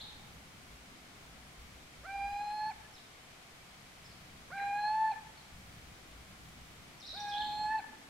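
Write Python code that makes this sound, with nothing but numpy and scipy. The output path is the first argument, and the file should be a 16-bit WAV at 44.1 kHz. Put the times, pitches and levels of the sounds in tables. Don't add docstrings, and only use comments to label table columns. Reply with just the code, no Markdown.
import sys
import numpy as np
from scipy import signal
from scipy.fft import rfft, irfft
from scipy.io import wavfile

SR = 44100
rng = np.random.default_rng(int(sys.argv[2]) if len(sys.argv) > 2 else 0)


def materialize(psi):
    bounded = np.clip(np.atleast_2d(psi).T, -1, 1)
    quanta = np.round(bounded * 32767).astype(np.int16)
    wavfile.write(sys.argv[1], SR, quanta)


N = 356769


def from_db(db):
    return 10 ** (np.asarray(db) / 20)


def pan(db):
    return from_db([[db], [-db]])


def rms_one(x):
    return x / np.sqrt(np.mean(x ** 2) + 1e-20)


def in_time(rows):
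    times, *columns = np.transpose(rows)
    return [np.interp(np.arange(N) / SR, times, column) for column in columns]


def at_hz(points, hz):
    known_hz, values = np.transpose(points)
    return np.interp(np.log(hz + 1e-3), np.log(known_hz), values)


def bandpass(x, band_hz, order):
    return signal.sosfilt(signal.butter(order, band_hz, "band", fs=SR, output="sos"), x)


def drift(rate_hz):
    hop, settle = 40, 2000
    pole = np.exp(-2 * np.pi * rate_hz * hop / SR)
    noise = rng.standard_normal(N // hop + settle + 2)
    slow = signal.lfilter([1], [1, -2 * pole, pole * pole], noise)[settle:]
    return np.interp(np.arange(N) / hop, np.arange(len(slow)), rms_one(slow))


def swells(rows):
    t = np.arange(N) / SR
    return sum(from_db(db) * np.exp(-(2 * (t - centre) / length) ** 2) for centre, length, db in rows)


def stereo_noise(spectrum):
    # f/Hz, correlation
    likeness = [(30, 0.99), (70, 1), (170, 0.89), (350, 0.5), (700, 0.38), (1500, 0), (3000, 0), (6000, 0),
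                (14000, 0)]
    hz = np.arange(N // 2 + 1) * SR / N
    mid, side = rfft(rng.standard_normal((2, N)))
    alike = np.clip(at_hz(likeness, hz), -1, 1)
    both = np.sqrt(1 + alike) * mid + np.sqrt(1 - alike) * side * [[1], [-1]]
    return rms_one(irfft(both * from_db(at_hz(spectrum, hz)), N))


def hiss(level_db=-56):
    # f/Hz, relative level/dB
    spectrum = [(250, -10.5), (420, -10.5), (600, -9.5), (730, -6), (900, -11), (1080, -8.5), (1800, -10),
                (2300, -8), (2750, -12.5), (3050, -11), (3500, -13), (8000, -20), (13000, -26.5),
                (15600, -42)]
    return from_db(level_db) * stereo_noise(spectrum)


def wind(rumble_db=-2.0, gust_db=1.84, rush_db=0.5):
    # f/Hz, relative level/dB
    rumble_spectrum = [(20, 3.5), (36, -13), (54, 7.5), (75, 3.5), (110, -7.5), (200, -46)]
    gust_spectrum = [(60, -6), (110, 6.5), (175, 6.5), (240, -1), (330, -26.5)]
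    rush_spectrum = [(150, -12), (250, 4.5), (330, -2), (480, -7), (640, -34)]
    eddy_spectrum = [(20, -0.5), (36, -8), (54, 9.5), (75, 2), (110, -11), (200, -37)]
    # t/s, gust level/dB, rush level/dB
    strength = [(0, -63, -67), (.5, -63.5, -67), (1.2, -65.5, -67), (2.4, -67.5, -68), (3.7, -68, -75),
                (4.1, -63, -71), (4.5, -63, -66.5), (4.95, -66.5, -70.5), (5.5, -66, -73.5),
                (5.7, -60.5, -72), (6, -64.5, -65.5), (6.6, -61, -68), (7.05, -67.5, -67), (7.5, -63, -60),
                (8.09, -71, -64)]
    # t/s, length/s, level/dB
    buffets = [(.18, .12, -65), (.76, .22, -59.5), (1.32, .3, -59.5), (1.62, 0.088, -52),
               (1.77, 0.098, -58), (2.04, 0.17, -58.5), (2.29, 0.23, -54), (5.57, 0.084, -53.5),
               (5.69, 0.12, -59), (5.84, 0.12, -56.5), (6.2, 0.31, -60), (7.14, .1, -57),
               (7.42, 0.089, -62), (7.68, 0.074, -64)]
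    gust_curve, rush_curve = in_time(strength)
    rumble = from_db(gust_curve + rumble_db + 2.0 * drift(5)) * stereo_noise(rumble_spectrum)
    gusts = from_db(gust_curve + gust_db + 1.7 * drift(8)) * stereo_noise(gust_spectrum)
    rush = from_db(rush_curve + rush_db) * stereo_noise(rush_spectrum)
    eddies = swells(buffets) * stereo_noise(eddy_spectrum)
    return rumble + gusts + rush + eddies


def yard(x, t60_s=0.76, build_s=0.0013, dull_hz=6000):
    t = np.arange(int(1.2 * SR)) / SR
    tail = rng.standard_normal((2, len(t))) * from_db(-60 * t / t60_s) * (1 - np.exp(-t / build_s))
    tail = signal.sosfilt(signal.butter(1, dull_hz, fs=SR, output="sos"), tail)
    tail /= np.sqrt(np.sum(tail ** 2, axis=1, keepdims=True))
    return signal.fftconvolve(x[None], tail, axes=1)[:, :N]


def wall_echo(x):
    # delay/s, left level/dB, right level/dB
    echoes = [(.047, -24, -23)]
    t = np.arange(N) / SR
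    return sum(from_db([[left], [right]]) * np.interp(t - delay, t, x, left=0)
               for delay, left, right in echoes)


def stirred(x, depth=.8, rate_hz=45):
    flutter = np.array([drift(rate_hz), drift(rate_hz)])
    return x * (1 + depth * flutter) / np.sqrt(1 + depth ** 2)


def fading_hoot(level_db=-61, octave_db=-7, band_hz=(790, 880), t60_s=2.0):
    tone, octave = (rms_one(bandpass(rng.standard_normal((2, N)), k * np.array(band_hz), order=2))
                    for k in (1, 2))
    decay = from_db(level_db - 60 * np.arange(N) / SR / t60_s)
    return (tone + from_db(octave_db) * octave) * decay


def songbird(rasp=0.0289, flutter_db=3.5, buzz=.5, edge_s=0.003, direct_db=-2.0, yard_db=-2.5):
    # t/s, length/s, first f/Hz, middle f/Hz, last f/Hz, relative level/dB
    notes = [ (0.000, 0.024, 3610, 3950, 4520, -48), (0.004, 0.037, 3210, 3350, 3070, -56),
             (0.021, 0.0347, 3540, 3710, 3620, -48.5), (0.055, 0.022, 3665, 3640, 3660, -58),
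             (2.935, 0.023, 4840, 5530, 4600, -61), (2.961, 0.029, 4230, 3750, 3650, -56.5),
             (4.041, 0.033, 5000, 5180, 4100, -59), (4.108, .023, 4020, 4420, 3770, -57.5),
             (4.569, 0.037, 2350, 2175, 1750, -52), (5.374, 0.037, 4280, 4220, 3830, -59),
             (6.999, .018, 6140, 5300, 4350, -56), (7.015, 0.055, 4500, 3670, 5040, -48),
             (7.053, 0.034, 4690, 5550, 5260, -57), (7.072, 0.038, 4520, 3804, 4050, -48),
             (7.087, .022, 5930, 5100, 4400, -56), (7.108, .045, 4184, 3880, 5140, -45.5),
             (7.155, .030, 5460, 4000, 3600, -44.5), (7.193, 0.0196, 5750, 5750, 5200, -53),
             (7.195, .030, 3520, 3700, 4600, -53), (7.281, .025, 5940, 5400, 4270, -51.5),
             (7.311, 0.0376, 3905, 3303, 3460, -43.5), (7.345, .042, 3210, 3500, 4560, -46.5),
             (7.384, 0.018, 4440, 4350, 3900, -50), (7.403, 0.0233, 3655, 3403, 3170, -40),
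             (7.437, 0.037, 3420, 3700, 4260, -51), (7.464, .037, 4550, 4030, 3350, -49)]
    song = np.zeros(N)
    wobble = 1 + rasp * drift(290)
    flutter = from_db(flutter_db * drift(110)) * (1 + buzz * drift(450))
    for start, length, first, middle, last, level_db in notes:
        t = np.arange(int(length * SR)) / SR
        at = int(start * SR) + np.arange(len(t))
        bend = np.polyfit([0, .5, 1], [first, middle, last], 2)
        pitch = np.polyval(bend, t / length) * wobble[at]
        swell = np.clip(np.minimum(t, length - t) / edge_s, 0, 1) * flutter[at]
        song[at] += from_db(level_db) * swell * np.sin(2 * np.pi * np.cumsum(pitch) / SR)
    return from_db(direct_db) * pan(-0.3) * song + from_db(yard_db) * yard(song)


def feathers():
    # t/s, length/s, level/dB
    shuffles = [(4.62, .1, -58)]
    # f/Hz, relative level/dB
    spectrum = [(200, -11), (400, -6), (700, -7), (2100, -3), (6000, -32)]
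    return swells(shuffles) * stereo_noise(spectrum)


def throat(resonances, hz):
    return sum(from_db(db) / (1 + (2 * (hz - centre) / width) ** 2) for centre, width, db in resonances)


def overtones(resonances, pitch, phase, effort_db, on, flutter_db=1.4, usual_db=-34.5, follow=0.63):
    upper = sum(throat(resonances, k * pitch) * from_db(flutter_db * drift(45)[on]) * np.sin(k * phase)
                for k in range(3, 10))
    return upper * from_db(follow * (effort_db - usual_db))


def hoot(contour, resonances, jitter=0.0052, slack_jitter=0.049, shimmer_db=1.0, edge_s=0.0025):
    scoop_s, scoop_hz, scoop_fade_db = .054, 299, 12
    drop_s, drop_hz, drop_fade_db = .036, 185, 28.5
    octave_flutter_db, octave_fade_db = 2.8, 11
    reed_db, slack_dull_db = -10, 5
    t = np.arange(N) / SR
    start, end = contour[0][0], contour[-1][0]
    gate = np.clip(np.minimum(t - start + scoop_s, end + drop_s - t) / edge_s, 0, 1)
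    on = gate > 0
    scoop = np.maximum(start - t[on], 0) / scoop_s
    drop = np.maximum(t[on] - end, 0) / drop_s
    held_hz, held_db, octave_db = (curve[on] for curve in in_time(contour))
    pitch = held_hz - scoop_hz * scoop ** 2.2 - drop_hz * drop ** 2.2
    effort_db = held_db - scoop_fade_db * scoop ** 0.84 - drop_fade_db * drop ** 2.8
    slack = np.minimum(2 * scoop ** 2 + 3 * drop ** 2, 1)
    wobble = 1 + (jitter + slack_jitter * slack) * drift(167)[on]
    phase = 2 * np.pi * np.cumsum(pitch * wobble) / SR
    reed = from_db(octave_db + reed_db) * np.minimum(2 * (scoop + drop), 1) * np.sin(3 * phase)
    tone = from_db(effort_db + shimmer_db * drift(62)[on]) * np.sin(phase)
    faded_octave_db = octave_db - octave_fade_db * (scoop ** 2 + drop)
    octave = from_db(faded_octave_db + octave_flutter_db * drift(25)[on]) * np.sin(2 * phase)
    upper = reed + from_db(-slack_dull_db * slack) * overtones(resonances, pitch, phase, effort_db, on)
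    out = np.zeros((2, N))
    out[:, on] = np.sqrt(2) * gate[on] * (pan(-0.27) * tone + pan(-1.5) * octave + pan(-1.6) * upper)
    return out


def owl(gain_db=0.6, yard_db=-18.0, overtone_yard_db=-11.5, beam_hz=(1250, 3000)):
    # t/s, f/Hz, tone level/dB, octave level/dB
    contours = [
        [(2.085, 776, -48.5, -52), (2.135, 797.5, -43.5, -56), (2.25, 796.6, -38.5, -56),
         (2.305, 810, -41, -62), (2.37, 816, -37.5, -57), (2.45, 829, -40, -58), (2.54, 841.5, -40, -59.5),
         (2.62, 850.3, -37.5, -48), (2.69, 867, -37, -51)],
        [(4.555, 793.4, -46, -50), (4.62, 800.4, -39, -49.5), (4.735, 811, -35.5, -56), (4.785, 827, -35, -45),
         (4.85, 839.7, -35.5, -44), (4.92, 857, -33.5, -54), (4.98, 877, -31.5, -47), (5.05, 879, -31, -46),
         (5.105, 870, -34.5, -49)],
        [(7.18, 823, -48.5, -60), (7.24, 825, -42, -53), (7.35, 819.4, -38, -52), (7.43, 844, -39.5, -48.5),
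         (7.50, 837, -39, -62), (7.61, 847, -37, -58), (7.665, 850, -36.5, -48), (7.745, 879.6, -34, -42),
         (7.775, 873, -35.5, -49)],
    ]
    # f/Hz, width/Hz, relative level/dB at the usual effort
    throats = [
        [(2373, 114, -44), (3220, 300, -75), (4260, 240, -51), (4840, 280, -67.5), (7400, 200, -73)],
        [(2405, 140, -47.5), (3400, 640, -74), (4002, 38, -57), (4226, 110, -47.5), (7300, 400, -74)],
        [(2444, 62, -54.5), (2610, 96, -59.5), (4080, 60, -58), (4235, 113, -47), (7630, 240, -66.5)],
    ]
    direct = sum(hoot(contour, resonances) for contour, resonances in zip(contours, throats))
    mid = direct.mean(axis=0)
    beamed = bandpass(mid, beam_hz, order=4)
    scatter = yard(from_db(yard_db) * mid + from_db(overtone_yard_db) * beamed)
    return from_db(gain_db) * (direct + wall_echo(mid) + stirred(scatter))


def scene():
    far_bird = songbird()
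    air = pan(0.48) * (wind() + hiss())
    return owl() + feathers() + fading_hoot() + far_bird + air


def record(dry, cutoff_hz=15750):
    return signal.sosfilt(signal.ellip(12, .1, 80, cutoff_hz, fs=SR, output="sos"), dry)


dry = scene()
out = record(dry)
materialize(out)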